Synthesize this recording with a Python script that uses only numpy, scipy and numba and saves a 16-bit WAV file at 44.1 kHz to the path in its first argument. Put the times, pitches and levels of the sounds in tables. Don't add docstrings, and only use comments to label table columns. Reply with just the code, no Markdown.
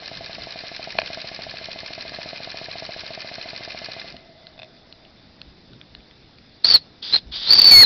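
import sys
import numpy as np
from scipy import signal
from scipy.io import wavfile
from scipy.ndimage import uniform_filter1d
from numba import njit

SR = 44100
rng = np.random.default_rng(int(sys.argv[2]) if len(sys.argv) > 2 else 0)


def unload_wav(signal):
    wavfile.write(
        sys.argv[1],
        SR,
        np.round(np.clip(np.atleast_2d(signal).T, -1, 1) * 32767).astype(np.int16),
    )


def gain_from_db(level_db):
    decades = np.asarray(level_db, float) / 20
    return 10 ** decades


N = 346185

# frequency in Hz, density in dB per Hz.
LAWN_SPECTRUM = [(20, -5), (70, -5), (178, -1), (550, -10), (650, -9.5), (1010, -17), (1960, -15),
                 (2720, -17.5), (3300, -18.5), (3560, -8.5), (3800, -13), (4400, -12), (5150, -12),
                 (5600, -18.5)]
LAWN_DB = -48.5
# centre in seconds, level in dB.
GUSTS = [(.2, -51.5), (.41, -48), (.98, -52), (1.47, -53.5), (2.1, -53), (4.15, -52), (5.46, -56.5),
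         (5.74, -51.5), (5.97, -59), (7.27, -51)]
BREEZE_DB, GUST_S, JET_WIND_DB = -60.5, .06, -23
# start in seconds, end in seconds, first pitch in Hz,
# last pitch in Hz, level in dB.
MOAN = (.35, 0.35, 167, 124.5, -42.5)
# start in seconds, peak in dB, thump in Hz, length in seconds.
HAND_THUMPS = [(5.46, -43, 60, .05), (5.49, -47, 49.8, .04), (5.723, -45, 128.4, .07),
               (5.964, -44, 50, .05), (7.249, -36.5, 50.4, .05), (7.287, -37.5, 60.17, .05),
               (7.364, -45.5, 45.44, .06)]

# time in seconds, level in dB, third chimney mode in dB.
SIGH_LEVELS = [(0, -62.5, -3.5), (4.1, -56, -2.5), (4.3, -56, -7.5), (4.5, -55.5, -6.5),
               (4.7, -59.5, -10.5), (5.1, -63, -15.5), (5.5, -75, -13.5)]
# time in seconds, peak in dB, upper ring in Hz, lower ring in dB, lower ring in Hz.
METAL_TICKS = [(4.079, -25, 4300, -8, 2950), (4.124, -23, 5000, -8, 2540), (4.1668, -23.5, 4250, -4, 2980),
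               (4.4693, -24.5, 4260, -12.5, 1584), (4.926, -24, 4190, -7, 2993),
               (5.051, -34.5, 3622, -7.5, 2950), (5.416, -20, 4360, -8, 2690),
               (5.7338, -34, 4000, -7, 1475), (5.8139, -25.5, 3530, -7.5, 2510),
               (5.9504, -22.5, 4260, -6.5, 2990), (6.0053, -37, 3610, -2, 2458),
               (6.111, -35, 3530, -7.5, 2034), (6.3852, -29.5, 4490, -3.5, 2450)]
# frequency in Hz, level in dB, 60 dB decay in seconds.
HITCH_MODES = [(661.3, -6.5, 0.041), (1630, -8.5, .015), (2610, 0, 0.014), (3200, -8, .006),
               (3650, -2, 0.018), (4260, -4, 0.013), (5000, -4.5, .01)]
# time in seconds, peak in dB.
HITCH_JINGLES = [(4.5776, -32.5), (4.5907, -27.5), (4.5964, -27), (4.618, -26), (4.6308, -24.5),
                 (4.6444, -34), (4.7651, -40.5)]

# time in seconds, exhaust strokes done.
CRANK = [(.022, 0), (.208, 2), (.558, 6), (1.031, 12), (1.315, 16), (1.466, 18), (2.052, 26), (2.187, 28),
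         (2.403, 31), (2.755, 36), (2.891, 38), (3.035, 40), (3.246, 43), (3.382, 45), (3.607, 48),
         (3.886, 52), (4.044, 54), (4.143, 55)]
# frequency in Hz, width in Hz, level in dB.
FRAME_MODES = [(650.5, 200, -8.5), (1150, 600, -12), (1713, 200, -9), (2093, 100, -6.5), (2450, 280, -5),
               (2953, 440, -8.5), (3703, 300, -7.5), (4150, 400, -4.5), (5000, 720, -11)]
# time in seconds, level in dB.
RATTLE_LEVELS = [(0, -40.5), (.9, -40), (1.1, -38.5), (1.4, -40.5), (2.2, -40), (3.9, -40), (4.0, -40.5),
                 (4.14, -47.5), (4.25, -59), (4.45, -69.5), (4.7, -90.5)]
SLACK_TURN, SLACK_DB = 0.94, -4.5
# frequency in Hz, level in dB, 60 dB decay in seconds.
CHIMNEY_MODES = [(641.5, 0.5, 0.042), (168.5, -10, 0.021), (336, -7.5, 0.011), (486, -9.5, 0.0099),
                 (1805, -20, .02)]
# frequency in Hz, level in dB, 60 dB decay in seconds.
FIRST_CLACK = [(2486, -5, 0.0082), (3140, -8.5, 0.0045), (3700, -4, .007), (4250, 0.5, .009),
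               (5000, -2.5, 0.0066)]
# frequency in Hz, level in dB, 60 dB decay in seconds.
SECOND_CLACK = [(1770, -8.5, 0.016), (2504, -6, 0.011), (3173, -10, 0.0063), (4150, -3, .008),
                (4824, 1.5, .007), (5230, -3, .006)]
# frequency in Hz, level in dB, 60 dB decay in seconds.
WATER_POP_MODES = [(330, -14, .012), (660, -7, .032), (1150, -1, .008), (1400, -1, .008), (1700, -2, .011),
                   (2500, 0, .013), (3100, -3, .007), (4300, -2.5, .009)]
# time in seconds, peak in dB.
WATER_POPS = [
    (.9862, -3.4),
    (1.0166, -16.5),
    (2.141, -23),
]
FIRST_TURN, SECOND_TURN, SETTLE_TURN, TURN_JITTER = .4, .595, .645, .008
CHUFF_DB, FIRST_DB, SECOND_DB, SETTLE_DB = 15.5, 17.5, 15.5, 11
CHUFF_SPREAD_DB, CLACK_SPREAD_DB = 1, 1.1
LOOSE_S, LOOSE_SPAN_S, LOOSE_DB = 1.3, .4, 1.5

# frequency in Hz, density in dB per Hz.
JET_SPECTRUM = [(880, -48), (1500, -19), (2210, -20.5), (2270, -18.5), (2710, -15), (3600, 1), (3930, -4),
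                (4750, -1.5), (5500, -16), (7150, -46.5), (12100, -120)]
# start in seconds, length in ms, peak in dB.
SURGES = [(6.6452, 4.6, -3), (6.654, 4, -9), (6.687, 4.76, -13), (6.701, 6, -7.5), (6.71, 5.15, -8),
          (6.72, 6, -9), (6.736, 4.43, -10), (6.741, 18.8, -1.5), (6.759, 9.9, -11.5), (7.126, 6.9, -16),
          (7.134, 13.9, -8), (7.149, 4, -10), (7.159, 8.1, -10), (7.505, 11.86, -3), (7.524, 5.04, -4),
          (7.532, 5.93, -4), (7.54, 3.9, -1), (7.554, 3.85, -7), (7.562, 9, -9), (7.576, 3, -4),
          (7.585, 16, -2.5), (7.617, 5.5, -3), (7.628, 4, -6), (7.643, 6, -2.5), (7.652, 8.3, -2.5),
          (7.664, 27, -3), (7.694, 7.64, -2), (7.703, 3.7, -7.5), (7.711, 126, 1.34), (7.837, 13, -4)]
# time in seconds, peak in dB.
SPITS = [
    (6.719, -12),
    (7.535, 0),
    (7.612, -7),
    (7.72, 1),
]
OPEN_S, CLOSE_S, SHUT_DB = .009, .028, -95
# time in seconds, pitch in Hz, breathy tone in dB, jet hiss in dB.
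FIRST_PULL = [(6.639, 4207, -39.5, -46), (6.645, 4280, -21, -31), (6.665, 4627, -19, -28),
              (6.74, 4535, -17.5, -27.5), (6.76, 4218, -21, -31), (6.776, 4067, -29.5, -35),
              (6.8, 4000, -59, -56)]
# time in seconds, pitch in Hz, breathy tone in dB, jet hiss in dB.
SECOND_PULL = [(7.02, 3998, -68.5, -53), (7.028, 4000, -59.5, -31.5), (7.105, 3800, -52.5, -31),
               (7.125, 4003, -28, -29.5), (7.145, 4178, -20, -31.5), (7.17, 4150, -26, -31.5),
               (7.185, 4150, -42, -30.5), (7.205, 4150, -63, -58.5)]
# time in seconds, pitch in Hz, breathy tone in dB, jet hiss in dB.
LONG_HISS = [(7.314, 3700, -69.5, -49), (7.322, 3700, -51.5, -34), (7.345, 3700, -43.5, -28.5),
             (7.4, 3700, -43.5, -31), (7.46, 3872, -35.5, -29), (7.485, 4250, -19.5, -27.5)]
# time in seconds, pitch in Hz, breathy tone in dB, jet hiss in dB.
LONG_BLAST = [(7.51, 4504, -18, -28), (7.56, 4655, -17, -29), (7.6, 4547, -17.5, -28),
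              (7.7, 4506, -15.5, -29), (7.72, 4448, -19.5, -19.5), (7.76, 4396, -19, -21.5),
              (7.81, 4390, -21.5, -22), (7.83, 4302, -20.5, -22), (7.85, 4037, -19.5, -26.5)]

STEP_MOVES = np.array([-1, -1, -1, -1, 2, 4, 6, 8])
FULL_SCALE, HEADROOM_DB = .725, 1


def evened(x):
    return x / np.sqrt(np.mean(x ** 2) + 1e-20)


def curve(rows):
    s, *columns = np.transpose(rows)
    return [np.interp(np.arange(N) / SR, s, c) for c in columns]


def coloured(points, patchy_db):
    frames, hz = N // 128 + 5, np.fft.rfftfreq(512, 1 / SR)
    real, imaginary, patches = rng.standard_normal((frames, 257, 3)).T
    patches = uniform_filter1d(patches, size=5, axis=0)
    patches = evened(uniform_filter1d(patches, size=16, axis=1))
    f, level_db = np.transpose(points)
    shape_db = np.interp(np.log(hz + 1), np.log(f), level_db, right=-90)
    z = (real + 1j * imaginary) * gain_from_db(shape_db[:, None] + patchy_db * patches)
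    return evened(signal.istft(z, nperseg=512, noverlap=384)[1][:N])


def peak(x, hz, width):
    return evened(signal.lfilter(*signal.iirpeak(hz, hz / width, SR), x))


def resonate(x, hz, width):
    turn = np.exp(2j * np.pi * np.cumsum(hz * np.ones(len(x))) / SR)
    r = np.exp(-np.pi * width / SR)
    return 2 * (turn * signal.lfilter([1 - r], [1, -r], x / turn)).real


def ring(modes, detune=0.98, rise_ms=.01):
    t = np.arange(2600) / SR
    out = sum(gain_from_db(db - 60 * t / t60) * np.sin(2 * np.pi * hz * detune * t) for hz, db, t60 in modes)
    out = out * np.minimum(t * 1000 / rise_ms, 1) ** 2
    return out / abs(out).max()


def add(mix, s, sound):
    part = mix[round(s * SR):][:len(sound)]
    part += sound[:len(part)]


def clack(modes, noise, spread_ms):
    t = np.arange(len(noise)) / SR * 1000 - 4
    knocks = noise * np.exp(np.where(t > 0, -t / spread_ms, 2 * t))
    knocks[np.argmax(t > 0)] += 4.5
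    out = np.convolve(knocks, ring(modes, rise_ms=0.5))
    return 5.3 * out / (np.linalg.norm(out) + 1e-12)


def valve():
    rows = []
    for pull in (FIRST_PULL, SECOND_PULL, LONG_HISS + LONG_BLAST):
        first, last = pull[0], pull[-1]
        rows.append((first[0] - OPEN_S, first[1], SHUT_DB, SHUT_DB))
        rows += pull
        rows.append((last[0] + CLOSE_S, last[1], SHUT_DB, SHUT_DB))
    return curve(rows)


def lawn():
    band = signal.butter(2, [36, 260], "band", fs=SR, output="sos")
    lumps = evened(signal.sosfilt(band, rng.standard_normal(N)))
    t = np.arange(N) / SR
    breeze = gain_from_db(BREEZE_DB + 2.2 * (t < CRANK[-1][0]))
    breeze = breeze + gain_from_db(valve()[1] + JET_WIND_DB - 10.5)
    breeze = breeze + sum(gain_from_db(db) * np.exp(-((t - s) / GUST_S) ** 2) for s, db in GUSTS)
    out = gain_from_db(LAWN_DB - 3.4) * coloured(LAWN_SPECTRUM, patchy_db=1.5) + breeze * lumps
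    start, end, from_hz, to_hz, db = MOAN
    count = round((end - start) * SR)
    phase = 2 * np.pi * np.cumsum(np.linspace(from_hz, to_hz, count)) / SR
    add(out, start, gain_from_db(db) * np.hanning(count) * np.sin(phase))
    return out


def handling():
    out = np.zeros(N)
    for s, db, hz, length in HAND_THUMPS:
        t = np.arange(0, length, 1 / SR)
        add(out, s, gain_from_db(db) * np.hanning(len(t)) * np.sin(2 * np.pi * hz * t))
    return out


def sigh():
    steam = rng.standard_normal(N)
    level_db, third_db = curve(SIGH_LEVELS)
    lowest = peak(peak(steam, 660, 90), 660, 200)
    third = peak(peak(steam, 2050, 45), 2050, 200)
    return gain_from_db(level_db) * (lowest + gain_from_db(third_db) * third)


def ticks():
    out = np.zeros(N)
    snaps = rng.standard_normal((len(METAL_TICKS), 90))
    for (s, db, upper_hz, lower_db, lower_hz), snap in zip(METAL_TICKS, snaps):
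        add(out, s - .0003, gain_from_db(db - 6) * np.diff(snap) * np.exp(-np.arange(89) / 30))
        modes = [(upper_hz, 0, .007), (upper_hz * 0.79, -6, .006),
                 (lower_hz, lower_db, .009), (lower_hz * .6, lower_db - 4, .006)]
        add(out, s - .0006, gain_from_db(db - 1.04) * ring(modes, rise_ms=.9))
    for s, db in HITCH_JINGLES:
        add(out, s - .004, gain_from_db(db - 2.0) * clack(HITCH_MODES, rng.standard_normal(500), 1.1))
    return out


def gears():
    force = gain_from_db(.7 * np.minimum(rng.exponential(1, N), 5))
    contact = rng.random(N) < 6000 / SR
    teeth = rng.standard_normal(N) * force * contact
    turn = np.interp(np.arange(N) / SR, *np.transpose(CRANK))
    load_db = SLACK_DB * np.exp(3.0 * (np.cos(2 * np.pi * (turn - SLACK_TURN)) - 1))
    body = sum(gain_from_db(db) * peak(gain_from_db(load_db) * teeth, hz, width) for hz, width, db in FRAME_MODES)
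    gland = peak(rng.standard_normal(N), 4100, 300)
    rattle = evened(body + gain_from_db(-13.5) * evened(teeth) + gain_from_db(-6.5) * gland)
    return gain_from_db(curve(RATTLE_LEVELS)[0] + 0.58) * rattle


def engine():
    out, puff = np.zeros(N), np.zeros(N)
    crank_s, done = np.transpose(CRANK)
    last = int(done[-1])
    # turn, level in dB, modes, spread in ms, extra dB under load
    knocks = [(FIRST_TURN, FIRST_DB, FIRST_CLACK, 3.4, 0),
              (SECOND_TURN, SECOND_DB, SECOND_CLACK[2:], 2.8, LOOSE_DB),
              (SETTLE_TURN, SETTLE_DB, SECOND_CLACK[:2], 2.2, LOOSE_DB)]
    steam_db = curve(RATTLE_LEVELS)[0]
    mouth = signal.butter(3, 950, fs=SR, output="sos")
    for stroke in range(last + 1):
        s = np.interp(stroke, done, crank_s)
        pitch_luck, level_luck = rng.standard_normal(2)
        db = steam_db[round(s * SR)] + CHUFF_DB + CHUFF_SPREAD_DB * level_luck
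        pop = ring(CHIMNEY_MODES, 1.03 + .008 * pitch_luck)
        add(out, s, gain_from_db(db + 0.5) * signal.sosfilt(mouth, pop))
        add(puff, s, gain_from_db(db - 60 * np.arange(8000) / SR / 0.13))
        if stroke == last:
            continue
        for turn, above_db, modes, spread_ms, loose_db in knocks:
            noise = rng.standard_normal(500)
            at = np.interp(stroke + turn + TURN_JITTER * noise[0], done, crank_s)
            knock_db = steam_db[round(at * SR)] + above_db + CLACK_SPREAD_DB * noise[1]
            knock_db += loose_db * np.exp(-((at - LOOSE_S) / LOOSE_SPAN_S) ** 2)
            add(out, at - .004, gain_from_db(knock_db) * clack(modes, noise, spread_ms))
    breath = peak(peak(rng.standard_normal(N), 665, 110), 665, 220)
    for s, db in WATER_POPS:
        add(out, s, gain_from_db(db) * ring(WATER_POP_MODES, rise_ms=1.5))
    bass_cut = signal.butter(2, 90, "high", fs=SR, output="sos")
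    return signal.sosfilt(bass_cut, out + gain_from_db(-19) * puff * breath)


def whistle():
    hz, tone_db, jet_db = valve()
    speaking = np.zeros(N)
    for s, ms, db in SURGES:
        count = round(ms * SR / 1000) + 90
        add(speaking, s - .001, gain_from_db(db) * signal.windows.tukey(count, min(180 / count, 1)))
    wobble, flutter = (evened(uniform_filter1d(uniform_filter1d(v, size=60), size=60))
                       for v in rng.standard_normal((2, N)))
    pitch = hz + 50 / (1 + 3.5 * speaking ** 2) * wobble
    clean = speaking * (1 + 0.087 * flutter) * np.sin(2 * np.pi * np.cumsum(pitch) / SR)
    breathy = gain_from_db(tone_db) * evened(resonate(resonate(rng.standard_normal(N), hz, 240), hz, 2200))
    dry = clean + breathy + gain_from_db(jet_db) * coloured(JET_SPECTRUM, patchy_db=1.5)
    for s, db in SPITS:
        add(dry, s - .001, gain_from_db(db - 2.5) * rng.standard_normal(80) * np.hanning(80))
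    t = np.arange(9000) / SR
    yard = rng.standard_normal(9000) * gain_from_db(-61 - 60 * t / 0.25)
    yard[0], yard[3000] = 1, gain_from_db(-41)
    return signal.oaconvolve(dry, yard)[:N]


def scene():
    return (lawn() + handling() + sigh() + ticks() + gears() + engine() + whistle())[None]


@njit
def four_bit(x, moves):
    out, held, index = np.zeros(len(x)), 0., 0
    for n in range(len(x)):
        step = 7 * 1.1 ** index / 32768
        code = min(int(abs(x[n] - held) / step * 4), 7)
        held = min(max(held + np.sign(x[n] - held) * (code + .5) * step / 4, -1.), 1.)
        index = min(max(index + moves[code], 0), 88)
        out[n] = held
    return out


def top_cut(x):
    return signal.sosfilt(signal.butter(12, 15770, fs=SR, output="sos"), x)


def record(dry):
    guard = signal.firwin(129, 6000, window=("kaiser", 6), fs=SR)
    slow = signal.resample_poly(dry[0], 1, 4, window=guard)
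    top = FULL_SCALE * gain_from_db(HEADROOM_DB)
    rounded = slow / top / (1 + abs(slow / top) ** 12) ** (1 / 12)
    stepped = top * four_bit(rounded, STEP_MOVES)
    smooth = signal.firwin(121, 5512, window=("kaiser", 9), fs=SR)
    fast = signal.resample_poly(stepped, 4, 1, window=smooth)[:N]
    return top_cut(np.clip(fast, -FULL_SCALE, FULL_SCALE)[None])


dry = scene()
out = record(dry)
unload_wav(out)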